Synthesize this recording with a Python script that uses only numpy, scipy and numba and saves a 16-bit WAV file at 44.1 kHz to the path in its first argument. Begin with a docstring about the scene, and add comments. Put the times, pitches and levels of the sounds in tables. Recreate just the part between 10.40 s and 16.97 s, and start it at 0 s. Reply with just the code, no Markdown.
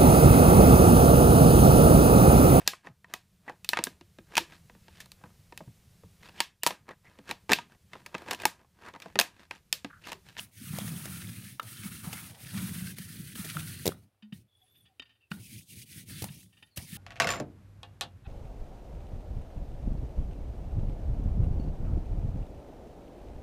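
"""Outdoors on a plywood roof, a paint roller on a long pole spreads thick coating close by.
Threads of tacky paint rupture behind the nap in a dense hiss, wet patches squelch and spurt,
and the sheets drum in forced vibration. The roller knocks over seams, clunks off the edge and is
lifted, its pole rattling and its axle squeaking faintly; then it works in short, slow strokes."""
import sys
import numpy as np
from scipy import signal
from scipy.fft import rfft, irfft
from scipy.io import wavfile
from scipy.ndimage import uniform_filter1d
from numba import njit

SR = 44100
rng = np.random.default_rng(int(sys.argv[2]) if len(sys.argv) > 2 else 0)


def log_audio(samples):
    """Write samples as a 16-bit WAV file to the path given in sys.argv[1]."""
    # one column per channel
    frames = np.atleast_2d(samples).T
    # limit to full scale, then quantise
    limited = np.clip(frames, -1, 1)
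    pcm = np.round(limited * 32767).astype(np.int16)
    wavfile.write(sys.argv[1], SR, pcm)


N = 289737
T = np.arange(N) / SR
RING = T[:SR // 2]  # time axis of one short event, in seconds


def undb(db):
    """Decibels to amplitude ratio."""
    return 10 ** (np.asarray(db) / 20)


def unit(x):
    """Normalise to a standard deviation of 1."""
    return x / np.std(x)


def colour(x, points):
    """Minimum-phase filter through (Hz, dB) points, made by folding the cepstrum of its gain."""
    hz, db = np.transpose(points)
    size = 4096
    f = np.maximum(np.fft.rfftfreq(size, 1 / SR), 1)
    cepstrum = irfft(np.log(undb(np.interp(np.log(f), np.log(hz), db))))
    cepstrum[1:size // 2] *= 2
    cepstrum[size // 2:] = 0
    return signal.fftconvolve(x, irfft(np.exp(rfft(cepstrum))))[:len(x)]


@njit
def svf(x, hz, damping):
    """Damped resonator with a moving centre (state-variable filter): returns band-pass and high-pass."""
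    y, band_state, low_state = np.empty((2, len(x))), 0., 0.
    for i in range(len(x)):
        g = np.tan(np.pi * min(hz[i], .45 * SR) / SR)
        band = (band_state + g * (x[i] - low_state)) / (1 + g * (g + damping))
        y[0, i] = damping * band
        y[1, i] = x[i] - damping * band - low_state - g * band
        band_state, low_state = 2 * band - band_state, low_state + 2 * g * band
    return y


def walk(rate):
    """Slow random modulation of unit spread: rate values a second, smoothed twice."""
    hold = max(int(SR / rate), 1)
    steps = rng.standard_normal(N)[np.arange(N) // hold]
    return unit(uniform_filter1d(uniform_filter1d(steps, hold), hold))


def snaps(rate, spread_db):
    """Shot noise of unit power: rate random impulses a second, of uneven size."""
    chance = np.clip(rate / SR, 0, 1)
    sizes = undb(spread_db * np.minimum(rng.standard_normal(N), 2)) * np.sign(rng.standard_normal(N))
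    return unit((rng.random(N) < chance) * sizes)


def fall(t60):
    """Exponential decay, 60 dB in t60 seconds."""
    return np.exp(-np.log(1000) * RING / t60)


def onset(tau):
    """Exponential rise to 1 with a time constant of tau seconds."""
    return 1 - np.exp(-RING / tau)


def add(out, s, x, db):
    """Superpose a sound at s seconds with its peak at db."""
    i = max(int(s * SR), 0)
    out[i:i + len(x)] += (undb(db) * x / np.abs(x).max())[:N - i]


def movements(rise_oct=0.76, sheet_t60=0.2, soaked_db=-59):
    """Strokes and light handling of the pole add in power: hiss dB, rumble dB and the hiss's edge Hz."""
    # Each row: start, length, speeding up and slowing down in seconds, base levels of hiss and rumble
    # in dB, easing of the motion in dB per second, base lower edge of the hiss in Hz.
    gestures = [(-0.1, 0.19, 0.05, 0.098, -46.5, -52.5, -0.5, 1280),
                (0.035, 0.24, 0.02, 0.013, -72, -72, 17.5, 2150),
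                (0.107, 1.118, 0.19, 0.18, -45, -43.5, 5, 1163),
                (1.2, 0.776, 0.12, 0.14, -48, -51, 1, 1269),
                (1.933, 0.643, 0.27, 0.086, -43.5, -40.5, 4.5, 1230),
                (2.555, 0.48, 0.018, 0.14, -50, -47.5, 0.5, 1445),
                (2.946, 0.63, 0.0073, 0.12, -44.5, -43.5, 7.5, 1258),
                (3.48, 0.25, 0.023, 0.11, -62.5, -45, 80.5, 1400),
                (3.921, 0.15, 0.02, 0.15, -60, -47.5, 29, 1630),
                (4.101, 0.4, 0.1, 0.056, -81, -84, 4.5, 2273),
                (4.322, 0.33, 0.05, 0.13, -82.5, -64, 69.5, 2500),
                (4.902, 0.19, 0.015, 0.1, -55.5, -47.5, 51.5, 1295),
                (4.953, 0.32, 0.14, 0.11, -52, -51.5, 1.5, 2035),
                (5.246, 0.21, 0.1, 0.037, -50.5, -51, 6.5, 1952),
                (5.444, 0.23, 0.15, 0.12, -45.5, -42.5, 7, 1385),
                (5.648, 0.26, 0.07, 0.07, -47.5, -45, 6, 1420),
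                (5.853, 0.28, 0.078, 0.2, -54, -48.5, 12, 1950),
                (6.081, 0.23, 0.02, 0.033, -74, -68, 16.5, 2500),
                (6.36, 0.12, 0.0039, 0.06, -49, -47, 70, 1900),
                (6.409, 0.3, 0.16, 0.05, -46, -46, -2, 1400)]
    hiss, rumble, weighted_edge = np.full((3, N), 1e-12)
    for s, length, attack, release, hiss_db, rumble_db, easing, edge_hz in gestures:
        rise, stop = np.clip([(T - s) / attack, (s + length - T) / release], 0, 1)
        motion = rise * np.sin(np.pi / 2 * stop) ** 2 * undb(-easing * np.clip(T - s, 0, length))
        power = (undb(hiss_db) * motion) ** 2
        hiss += power
        # at a crawl the threads are short, so the edge lies higher
        weighted_edge += power * edge_hz * 2 ** (rise_oct * (1 - motion))
        rumble += (undb(rumble_db) * motion ** 1.33) ** 2
    retained = np.exp(-2 * np.log(1000) / (sheet_t60 * SR))  # the rumble dies away gradually
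    rumble = signal.lfilter([1 - retained], [1, -retained], rumble)
    # a soaked nap hisses louder and lower, and rumbles harder
    wet = np.minimum(puddles()[0] / undb(soaked_db), 1)
    edge_hz = np.maximum(weighted_edge / hiss, 500) * 2 ** (-0.29 * wet)
    return 10 * np.log10(hiss) + 2.5 * wet, 10 * np.log10(rumble) + 6.0 * wet, edge_hz


def puddles(attack_s=0.02, film_hz=690):
    """Thick paint wells up and is rolled out in exponential decay: squelch amplitude and bubble Hz."""
    # Each row: start in seconds, base level in dB, 60 dB decay time in seconds, bubble pitch in Hz.
    wet_patches = [(-0.03, -61.5, 0.52, 692), (0.32, -56.5, 2.4, 764), (0.65, -50, 0.12, 515),
                   (1.196, -51, 0.26, 470), (1.431, -59.5, 0.35, 940), (1.628, -50.5, 0.86, 1029),
                   (1.89, -60, 1.6, 454), (2.123, -59, 1.3, 780), (2.96, -68.5, 2.7, 680),
                   (3.14, -51, 0.3, 674), (3.444, -52.5, 0.34, 629), (4.915, -59, 0.35, 674),
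                   (5.68, -54.5, 0.11, 580), (5.82, -53.5, 0.35, 807), (6.37, -50, 0.23, 640)]
    film = 1e-4  # weight of the thin film in the mean pitch
    total, weighted_hz = np.zeros(N), np.full(N, film * film_hz)
    for s, db, t60, hz in wet_patches:
        age = np.maximum(T - s, 0)
        squelch = undb(db) * np.minimum(age / attack_s, 1) * np.exp(-np.log(1000) * age / t60)
        total += squelch
        weighted_hz += squelch * hz
    return total, weighted_hz / (film + total)


def peeling(db, edge_hz):
    """Rupturing paint threads make shot noise in clumps: many fine ones fizz, fewer coarse ones crackle."""
    # Spectrum of the snapping threads. Each row: frequency in Hz, gain in dB.
    thread_spectrum = [(800, -4.5), (1500, -4.5), (2800, -3), (4000, -2.5), (5500, -2.5), (6500, -1),
                       (7600, -4), (8200, 3.5), (10500, 5), (13000, 0.5)]
    # Resonances of the gap between nap and roof. 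Each row: multiple of the edge frequency, gain in dB.
    gap_modes = [(1.15, -7), (2.1, -5), (3.0, -7)]
    fine = snaps(30000, spread_db=4.0) * undb(1.53 * walk(70))
    coarse = snaps(2600, spread_db=6.5) * undb(6.0 * walk(70))
    # only fast rolling pulls coarse threads
    coarse = unit(svf(coarse, 1.9 * edge_hz, 1.3)[0]) * undb(.4 * (db - db.max()))
    threads = colour(fine + undb(-6.5) * coarse, thread_spectrum)
    gap = np.zeros(N)
    for multiple, gap_db in gap_modes:
        gain = undb(gap_db + 4 * walk(22))
        gap += gain * svf(threads, multiple * edge_hz * np.exp(.07 * walk(14)), .12)[0]
    threads = threads + gap
    # comb filtering: the roof reflects the hiss with a lag that wanders as the pole sways
    lag_s = .0022 * np.exp(0.07 * walk(8.5))
    threads = threads + undb(-12.5) * np.interp(T - lag_s, T, threads)
    for _ in range(4):
        threads = svf(threads, 0.9 * edge_hz, 0.93)[1]
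    return unit(threads) * undb(db + 1.0 + 0.15 * walk(220))


def rumbling(rumble_db, flutter_hz=174):
    """Forced vibration: the lumpy nap shakes the plywood; the lifted pole rumbles faintly in the hands."""
    # Spectrum of the rumble. Each row: frequency in Hz, gain in dB.
    rumble_spectrum = [(30, -47.5), (50, -18.5), (72, -8), (105, 4.5), (150, -3), (195, -5), (250, -10.5),
                       (320, -14.5), (420, -25.5), (600, -35.5), (1200, -84)]
    rumble = unit(colour(snaps(460, spread_db=-0.5), rumble_spectrum)) * undb(2.21 * walk(35))
    flutter = snaps(85, spread_db=-2.0)
    sheet_hz = flutter_hz * np.exp(0.12 * walk(17))
    for _ in range(3):
        flutter = svf(flutter, sheet_hz, .42)[0]
    # a light stroke mostly rumbles; the lumps set the sheet fluttering as the pressure grows
    share = np.clip(.75 + .04 * (rumble_db - rumble_db.max()), .08, .9)
    vibration = np.sqrt(1 - share) * rumble + np.sqrt(share) * unit(flutter)
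    return vibration * undb(rumble_db + 0.5)


def squelching(rumble_db, film_db=-34):
    """Bubble resonance: squeezed paint pops in the puddles and, faintly, in the film between them."""
    squelch, bubble_hz = puddles()
    bubbles = snaps(900, spread_db=3)
    wobble = np.exp(.13 * walk(70))
    for _ in range(2):
        bubbles = svf(bubbles, bubble_hz * wobble, 1.0)[0]
    return unit(bubbles) * np.hypot(squelch * undb(-1), undb(rumble_db + film_db))


def air(level_db=-76.5):
    """Ambient noise: quiet, broadband outdoor air whose level wavers slightly."""
    # Each row: frequency in Hz, relative spectral level in dB.
    air_spectrum = [(25, -17), (60, -6), (105, 2.5), (170, -19), (400, -14), (1000, -23.5), (3000, -23.5),
                    (7000, -33.5), (10000, -27.5), (15500, -33.5)]
    return unit(colour(rng.standard_normal(N), air_spectrum)) * undb(level_db + 1.1 * walk(6.6))


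def smacks(peel_db, count=170):
    """Thicker blobs let go, each a damped oscillation of rising pitch whose level follows the peeling."""
    out = np.zeros(N)
    for when, pitch, size in rng.random((count, 3)):
        s, hz = when * T[-1], 1600 * 3.4 ** pitch
        chirp = np.sin(2 * np.pi * hz * RING * (1 + 12 * RING))
        above_hiss_db = 2 + 2 * min(-np.log(1 - size), 3)
        add(out, s, chirp * fall(12 / hz) * onset(1 / hz) ** 2, peel_db[int(s * SR)] + above_hiss_db)
    return out


def bumps(swell_s=0.0048):
    """Damped free vibration: the sheet swings a few times under each bump of the roller."""
    # Each row: start in seconds, peak level in dB, pitch in Hz.
    thuds = [(0.213, -39, 228), (0.303, -30.5, 145), (0.331, -30, 192), (0.554, -30.5, 183),
             (1.454, -28.5, 192), (1.67, -28, 165), (2.312, -27.5, 191), (2.418, -28, 144),
             (2.596, -32, 180), (2.798, -33, 177), (2.99, -27, 189), (3.451, -35.5, 212),
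             (3.474, -29.5, 109.6), (3.923, -32.5, 197), (4.912, -30, 188), (5.819, -31, 105),
             (5.9, -36, 149), (6.375, -32.5, 104), (6.525, -36, 172)]
    out = np.zeros(N)
    swing = (RING / swell_s) ** 2 * np.exp(-1.5 * RING / swell_s)
    for s, db, hz in thuds:
        add(out, s, swing * np.sin(2 * np.pi * hz * RING), db)
    return out


def knocks_and_spurts(tone_t60=0.015, body_t60=0.013):
    """Impulsive excitation: roller knocks and wet spurts of bursting paint crack and ring briefly."""
    # Each row: start in seconds, peak level of the ring in dB, pitch in Hz, peak level of the crack
    # in dB, 60 dB decay time of the crack in seconds.
    transients = [(0.386, -28, 625, -20.5, 0.0065), (0.477, -35.5, 1830, -33, 0.029),
                  (0.655, -38, 1500, -30.5, 0.017), (1.1968, -19.5, 1311, -36, 0.007),
                  (1.228, -57, 1080, -35.5, 0.018), (1.728, -29, 2610, -26.5, 0.035),
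                  (2.584, -42, 2120, -29.5, 0.012), (2.957, -38.5, 1670, -31.5, 0.015),
                  (3.044, -37, 1900, -29, 0.055), (3.169, -24.5, 1350, -42, 0.008),
                  (3.456, -23.5, 462, -19, 0.014), (3.466, -20, 378, -12.5, 0.007),
                  (3.4769, -15.5, 385.4, -10, 0.009), (3.4901, -21, 382, -35.5, 0.008),
                  (3.52, -34.5, 1320, -62, 0.008), (4.917, -26.5, 1465, -57, 0.015),
                  (5.821, -32, 353, -25.5, 0.02), (5.841, -31.5, 756, -24.5, 0.012),
                  (6.372, -43, 413, -25, 0.02)]
    # Spectrum of the bright crack. Each row: frequency in Hz, gain in dB.
    crack_spectrum = [(300, 9.5), (1500, -5), (3800, 2.5), (5200, 1), (6500, 0.5), (8000, -0.5), (11000, 1),
                      (16000, -2)]
    out = np.zeros(N)
    for s, db, hz, crack_db, crack_t60 in transients:
        body_noise, grit = rng.standard_normal((2, len(RING)))
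        tone = np.sin(2 * np.pi * hz * RING) * fall(tone_t60)
        body = unit(svf(body_noise, np.full(len(RING), float(hz)), 0.21)[0])
        body *= fall(body_t60) + undb(-27) * fall(0.063)
        add(out, s, (tone + undb(-5.5) * body) * onset(0.00041), db)
        crack = grit * (fall(crack_t60) + undb(-30) * fall(0.06)) * onset(crack_t60 / 5)
        add(out, s, colour(crack, crack_spectrum), crack_db)
    return out


def rattles(scrape_db=-4, halving_db=6.5):
    """Modal vibration: the loose joint strikes, chatters and rings the pole, never twice quite alike."""
    # Each row: start in seconds, peak level in dB.
    strikes = [(1.195, -33), (3.822, -48), (3.923, -38), (4.262, -70), (4.347, -60), (4.453, -58),
               (4.596, -29.5), (4.619, -41), (4.653, -53), (4.691, -54.5), (4.749, -63.5), (4.81, -65.5),
               (4.908, -48.5), (4.914, -32), (5.885, -39.5), (6.124, -56), (6.168, -53.5), (6.224, -42),
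               (6.264, -61.5), (6.374, -35.5), (6.527, -41)]
    # Each row: frequency in Hz, relative level in dB, 60 dB decay time in seconds.
    pole_modes = [(266, -3, 0.089), (425, -9.5, 0.032), (877, -9, 0.081), (1435, -13, 0.16),
                  (1850, 5.5, 0.081), (1950, 7.5, 0.025), (2780, -6.5, 0.022), (3040, 8.5, 0.045),
                  (2920, 11.5, 0.025), (3617, 8.5, 0.05), (3285, -10, 0.02), (4620, -8, 0.09)]
    scrape_spectrum = [(150, -8.5), (1200, -16), (2700, 14.5), (4200, -13.5), (4900, 10),
                       (5600, -55), (15000, -20.5)]
    out = np.zeros(N)
    for s, db in strikes:
        # a harder strike seats the joint sooner
        chatter_t60 = min(0.081 * 2 ** ((-46.5 - db) / halving_db), 0.16)
        detunings = 1 + .012 * rng.standard_normal(len(pole_modes))
        ring = sum(undb(mode_db) * fall(t60) * np.sin(2 * np.pi * hz * detune * RING)
                   for (hz, mode_db, t60), detune in zip(pole_modes, detunings))
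        chatter = rng.standard_normal(len(RING)) * fall(chatter_t60) * onset(0.0013) ** 2
        pole = unit(signal.fftconvolve(chatter, ring)[:len(RING)])
        scrape = unit(colour(chatter, scrape_spectrum))
        add(out, s, pole + undb(scrape_db) * scrape, db)
    return out


def pole_hum():
    """Free vibration: the lifted pole hums in one low, decaying mode."""
    # Each row: start in seconds, peak level in dB, pitch in Hz, 60 dB decay time in seconds.
    hums = [(3.825, -45.5, 211.7, 0.21)]
    out = np.zeros(N)
    for s, db, hz, t60 in hums:
        add(out, s, fall(t60) * onset(0.018) * np.sin(2 * np.pi * hz * RING), db)
    return out


def axle():
    """Stick-slip friction: the lifted roller spins on its dry axle in thin, broken, gliding squeaks."""
    # Each row: start and length in seconds, first and last pitch in Hz, peak level in dB.
    squeaks = [(4.079, 0.42, 3490, 3460, -58.5), (4.148, 0.04, 9500, 9620, -71),
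               (4.18, 0.068, 11500, 11840, -67.5), (4.296, 0.139, 11600, 11500, -63.5),
               (4.203, 0.055, 780, 720, -67.5), (4.233, 0.078, 9800, 10660, -67),
               (4.358, 0.089, 9800, 9450, -65.5), (4.472, 0.07, 810, 725, -70.5),
               (4.802, 0.078, 2740, 2580, -60.5), (6.12, 0.17, 10500, 11700, -61.5),
               (6.3, 0.063, 4550, 4370, -66.5)]
    out = np.zeros(N)
    for s, length, first_hz, last_hz, db in squeaks:
        span = (T >= s) & (T < s + length)
        progress = np.linspace(0, 1, span.sum())
        catch = undb(5 * walk(90))[span]
        waver = np.exp(.016 * walk(25))[span]
        hz = (first_hz + (last_hz - first_hz) * progress) * waver
        squeak = rng.standard_normal(N)[span] * catch
        for _ in range(2):
            squeak = svf(squeak, hz, .045)[0]
        add(out, s, squeak * np.sqrt(progress * (1 - progress)), db)
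    return out


def scene():
    """Superposition of the roller's direct sound, its weak scattering from the yard, and outdoor air."""
    peel_db, rumble_db, edge_hz = movements()
    direct = peeling(peel_db, edge_hz) + smacks(peel_db) + rumbling(rumble_db) + squelching(rumble_db)
    direct += bumps() + knocks_and_spurts() + rattles() + pole_hum() + axle()
    echoes = rng.standard_normal(len(RING)) * fall(0.18) * onset(.02)
    yard = colour(echoes, [(100, 2.5), (1500, 10), (5000, -26), (15000, -21.5)])
    scatter = signal.fftconvolve(direct, yard / np.linalg.norm(yard))[:N]
    return np.tile(direct + undb(-29) * scatter + air(), (2, 1))


def record(dry, low_hz=50, top_hz=15850):
    """Band limiting: the deep bass is rolled off and the highest treble is cut steeply."""
    dry = signal.sosfilt(signal.butter(4, low_hz, "high", fs=SR, output="sos"), dry)
    return signal.sosfilt(signal.ellip(10, .2, 70, top_hz, fs=SR, output="sos"), dry)


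dry = scene()
out = record(dry)
log_audio(out)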